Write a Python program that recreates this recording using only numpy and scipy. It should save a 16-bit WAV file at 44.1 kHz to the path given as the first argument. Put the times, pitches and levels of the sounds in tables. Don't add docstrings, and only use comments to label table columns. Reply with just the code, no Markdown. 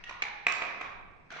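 import sys
import numpy as np
from scipy import signal
from scipy.fft import rfft, irfft, next_fast_len
from scipy.io import wavfile

SR = 44100
rng = np.random.default_rng(int(sys.argv[2]) if len(sys.argv) > 2 else 0)


def put_to_file(sound):
    columns = np.atleast_2d(sound).T
    safe = np.clip(columns, -1, 1)
    whole_steps = np.round(safe * 32767)
    wavfile.write(sys.argv[1], SR, whole_steps.astype(np.int16))


N = 61739
T = np.arange(int(.12 * SR)) / SR

# f/Hz, t60/s
ROOM_DECAY = [(150, 3.6), (450, 1.85), (1100, 1.05), (2300, 1.065), (4000, 0.79), (8000, 0.46)]
# f/Hz, level/dB
ROOM_COLOUR = [(150, 0.5), (450, -5), (1100, 4), (2300, -4.5), (4000, -1), (8000, -9)]
# f/Hz, level/dB
HUSH_COLOUR = [(20, 2), (60, -11), (160, 2.5), (350, -11.5), (650, -9), (1300, -20), (3000, -41.5),
               (8500, -38.5)]
# f/Hz, level/dB
RUMBLE_COLOUR = [(20, -3), (32, 0), (55, -22), (85, -8.5), (130, -25), (300, -36), (1000, -87)]
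# t/s, level/dB
RUMBLE_LOUDNESS = [(0, -57), (.4, -62), (0.801, -68.5), (.97, -53.5), (1.171, -59.5), (1.3, -64.5)]
# f/Hz, level/dB
ROLL_COLOUR = [(100, -15.5), (400, -5), (700, -4), (1100, -6.5), (1500, -4), (2400, 5), (3100, -16),
               (6000, -19), (9000, -76.5)]
# t/s, level/dB
ROLL_LOUDNESS = [(0, -54.5), (.09, -58), (.15, -58.5), (.32, -48), (0.452, -57.5), (0.679, -42.5),
                 (0.898, -50), (1.048, -70.5), (1.295, -66), (1.318, -48.5), (1.4, -47)]
# t/s, ring/dB, thud/dB, click/dB, pitch factor, ring length factor, # left over right/dB, left
# delay/ms, room tail/dB, ceiling echo boost/dB
TILE_KNOCKS = [(0.0386, -44, -69, -46, 1.13, 0.97, -2, 0.078, 6, -4.5),
               (0.094, -39.5, -47, -47.5, 0.99, 0.81, -4, 0.084, -1, 2.5),
               (0.2212, -25.5, -43.5, -35, 0.9245, 0.52, 0, 0.24, 0.5, 2.5),
               (.2238, -29, -49.5, -37, .97, 0.69, -6, 0.17, -1.5, -2.5),
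               (0.4666, -18, -31.5, -33.5, 1.011, 1, -2, 0.033, 3, 1),
               (0.4709, -36.5, -36, -41, 0.93, 0.73, 0, 0.12, 8, 9),
               (0.62, -30, -34, -40.5, 1.0, 0.78, -2, 0.095, 1, 2.5),
               (0.8113, -38, -40, -51, 0.9, 0.69, -3, 0.18, 4, 1.5),
               (0.8151, -37.5, -42, -48, .99, 1, 1.5, .05, 4.5, -2.5)]
# f/Hz, level/dB, t60/s
TILE_TONES = [(1002, -11, 0.0086), (1195, -26.5, 0.045), (2018, -1.5, 0.016), (2342, 4, 0.013),
              (2480, -5, 0.021), (3050, -19, .014), (3514, -22, 0.02), (3570, -42.5, 0.035),
              (4070, -25, 0.005), (5490, -31, 0.021), (7370, -24.5, 0.015), (8360, -22.5, 0.0048)]
# f/Hz, level/dB, t60/s
BOARD_TONES = [(452, -10.5, 0.039), (512, -4.5, 0.033), (738.5, 11.5, 0.013), (938, 4.5, 0.019),
               (1115, 10.5, 0.015), (1636, 3.5, 0.025)]
# f/Hz, level/dB
THUD_COLOUR = [(100, -25.5), (250, -12), (420, -2), (700, 1.5), (1200, -9), (1700, 1), (3000, -7.5),
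               (6000, -41.5)]
# f/Hz, level/dB
CLICK_COLOUR = [(500, -19.5), (1500, 0.5), (2800, 3), (3900, 0), (5000, -9.5), (6200, -3.5), (7500, -29),
                (9000, -23.5)]
# t/s, f/Hz, level/dB, t60/s, click/dB, room tail/dB
LOOSE_TAPS = [(0.04, 1898, -45.5, 0.048, -64, 9), (.0470, 1434, -59.5, 0.14, -63, 22),
              (0.0948, 970, -47.5, .03, -48.5, 5), (.1100, 1048, -41, 0.02, -65, 3),
              (0.1993, 1227, -45.5, .04, -74, 1), (.2230, 829, -46.5, 0.067, -53.5, 12.5),
              (.8130, 1102, -42.5, 0.011, -58.5, 4.5), (1.304, 1590, -45.5, 0.014, -50.5, 7.5),
              (1.306, 210, -55.5, 0.016, -60, 3), (1.315, 1444, -44, 0.041, -49.5, 4.5),
              (1.3230, 674, -49.5, 0.041, -51, 13), (1.3640, 672, -47.5, 0.004, -60, -3),
              (1.3695, 1400, -46, 0.0049, -51, -8), (1.388, 1084, -48, 0.014, -68, 32)]
# t/s, level/dB
MARBLE_TICKS = [(0.5226, -39), (1.3232, -59)]
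# f/Hz, level/dB
TICK_COLOUR = [(1500, -25), (3500, -8), (5500, 0), (7700, -1), (9000, -20)]

THUD_T60, CLICK_T60, TICK_T60 = 0.051, 0.038, 0.01
ATTACK_S, TILE_ATTACK_S = 0.0009, 0.0024
RATTLE_DB, SCRAPE_DB = -1, -10.5
SEAMS_PER_S, SEAM_SPREAD_DB = 900, 11
CEILING_S, ECHO_DB, ECHO_LOSS_DB = .0153, -11, 3.5
SCATTER_DB, SCATTER_T60 = -3, 0.0057
ROOM_BUILD_S, ROOM_LEAN_DB = 0.022, -2
HUSH_DB, TOP_HZ = -66.5, 8900


def amp(db):
    return 10 ** (np.asarray(db) / 20)


def standard_hit(x, hold_s=.005):
    energy = np.mean(np.sum(x ** 2, -1))
    return x / np.sqrt(energy / (hold_s * SR))


def at_frequency(points, hz):
    f, values = np.transpose(points)
    return np.interp(np.log(hz + 1), np.log(f), values)


def loudness(points):
    return amp(np.interp(np.arange(N) / SR, *np.transpose(points)))


def filtered(x, response):
    n = x.shape[-1]
    padded = next_fast_len(n + 8192)
    hz = np.fft.rfftfreq(padded, 1 / SR)
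    return irfft(rfft(x, padded) * response(hz), padded)[..., :n]


def coloured(x, colour):
    shaped = filtered(x, lambda hz: amp(at_frequency(colour, hz)))
    return shaped / np.sqrt(np.mean(shaped ** 2) + 1e-20)


def noise_pair(size, alike):
    shared, apart = rng.standard_normal((2, size))
    angle = np.arccos(np.clip(alike, -1, 1)) / 2
    middle, side = np.cos(angle) * shared, np.sin(angle) * apart
    return np.array([middle + side, middle - side])


def pan(db):
    return amp(np.array([[db], [-db]]) / 2)


def left_delayed(x, ms):
    return filtered(x, lambda hz: np.exp(-1j * np.pi * hz * ms / 1000 * np.array([[1], [-1]])))


def add(out, start_s, x):
    part = out[:, max(round(start_s * SR), 0):][:, :x.shape[1]]
    part += x[:, :part.shape[1]]


def fade(t60, attack_s=ATTACK_S):
    return amp(-60 * T / t60) * (1 - np.exp(-T / attack_s))


def burst(colour, t60):
    return standard_hit(coloured(noise_pair(len(T), alike=0.2), colour) * fade(t60))


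def ring(tones, attack_s=ATTACK_S):
    phases = .3 * rng.standard_normal(len(tones))
    sound = np.zeros((2, len(T)))
    for (hz, db, t60), phase in zip(tones, phases):
        wave = np.sin(2 * np.pi * hz * T + np.array([[phase], [-phase]]))
        sound += amp(db) * fade(t60, attack_s) * wave
    return standard_hit(sound)


def room(tail_db, echo_db=0):
    hz, t, bands = signal.stft(noise_pair(N, alike=0.083), SR, nperseg=256)
    decay = np.log(1000) / at_frequency(ROOM_DECAY, hz)[:, None]
    bands = bands * amp(at_frequency(ROOM_COLOUR, hz))[:, None] * np.exp(-decay * t)
    bands *= np.sqrt(2 * decay / SR)
    tail = signal.istft(bands, SR, nperseg=256)[1][:, :N]
    build_up = 1 - np.exp(-(np.arange(N) / SR / ROOM_BUILD_S) ** 2)
    answer = amp(tail_db) * build_up * tail
    for bounce in range(4):
        scatter = noise_pair(len(T), alike=0.44) * fade(SCATTER_T60)
        echo = amp(SCATTER_DB) * scatter / np.linalg.norm(scatter[0])
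        echo[:, 0] += 1
        add(answer, (bounce + 1) * CEILING_S, amp(ECHO_DB + echo_db - ECHO_LOSS_DB * bounce) * echo)
    return answer * pan(ROOM_LEAN_DB)


def in_room(x, tail_db, delay_ms=0, echo_db=0):
    out = signal.fftconvolve(x, room(tail_db, echo_db), axes=1)[:, :N]
    add(out, 0, left_delayed(x, delay_ms))
    return out


def background():
    hush = amp(HUSH_DB) * coloured(noise_pair(N, alike=1), HUSH_COLOUR)
    rumble = loudness(RUMBLE_LOUDNESS) * coloured(noise_pair(N, alike=0.29), RUMBLE_COLOUR)
    return hush + rumble


def rolling():
    on_seam = rng.random(N) < SEAMS_PER_S / SR
    sizes = amp(SEAM_SPREAD_DB * rng.uniform(-1.2, 1, N))
    bumps = on_seam * sizes * np.sign(noise_pair(N, alike=0.11))
    echoes = irfft(rfft(bumps) * rfft(room(tail_db=7)), N)
    return loudness(ROLL_LOUDNESS) * coloured(bumps + echoes, ROLL_COLOUR)


def knocks():
    out = np.zeros((2, N))
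    for t, ring_db, thud_db, click_db, pitch, length, lean_db, delay_ms, tail_db, echo_db in TILE_KNOCKS:
        tile = ring([(hz * pitch, db, t60 * length) for hz, db, t60 in TILE_TONES], TILE_ATTACK_S)
        board = ring(BOARD_TONES)
        rattle = amp(RATTLE_DB) * burst(THUD_COLOUR, THUD_T60)
        click = burst(CLICK_COLOUR, CLICK_T60)
        hit = amp(ring_db) * tile + amp(thud_db) * (board + rattle) + amp(click_db) * click
        add(out, t, in_room(hit * pan(lean_db), tail_db, delay_ms, echo_db))
    return out


def taps():
    out = np.zeros((2, N))
    for t, hz, db, t60, click_db, tail_db in LOOSE_TAPS:
        note = ring([(hz, 0, t60)])
        scrape = amp(SCRAPE_DB) * burst(THUD_COLOUR, THUD_T60)
        click = burst(CLICK_COLOUR, CLICK_T60)
        tap = amp(db) * (note + scrape) + amp(click_db) * click
        add(out, t, in_room(tap, tail_db))
    return out


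def ticks():
    out = np.zeros((2, N))
    for t, db in MARBLE_TICKS:
        tick = amp(db) * burst(TICK_COLOUR, TICK_T60)
        add(out, t, in_room(tick, tail_db=5.5))
    return out


def scene():
    return background() + rolling() + knocks() + taps() + ticks()


def record(dry):
    return filtered(dry, lambda hz: 1 / np.sqrt(1 + (hz / TOP_HZ) ** 80))


dry = scene()
out = record(dry)
put_to_file(out)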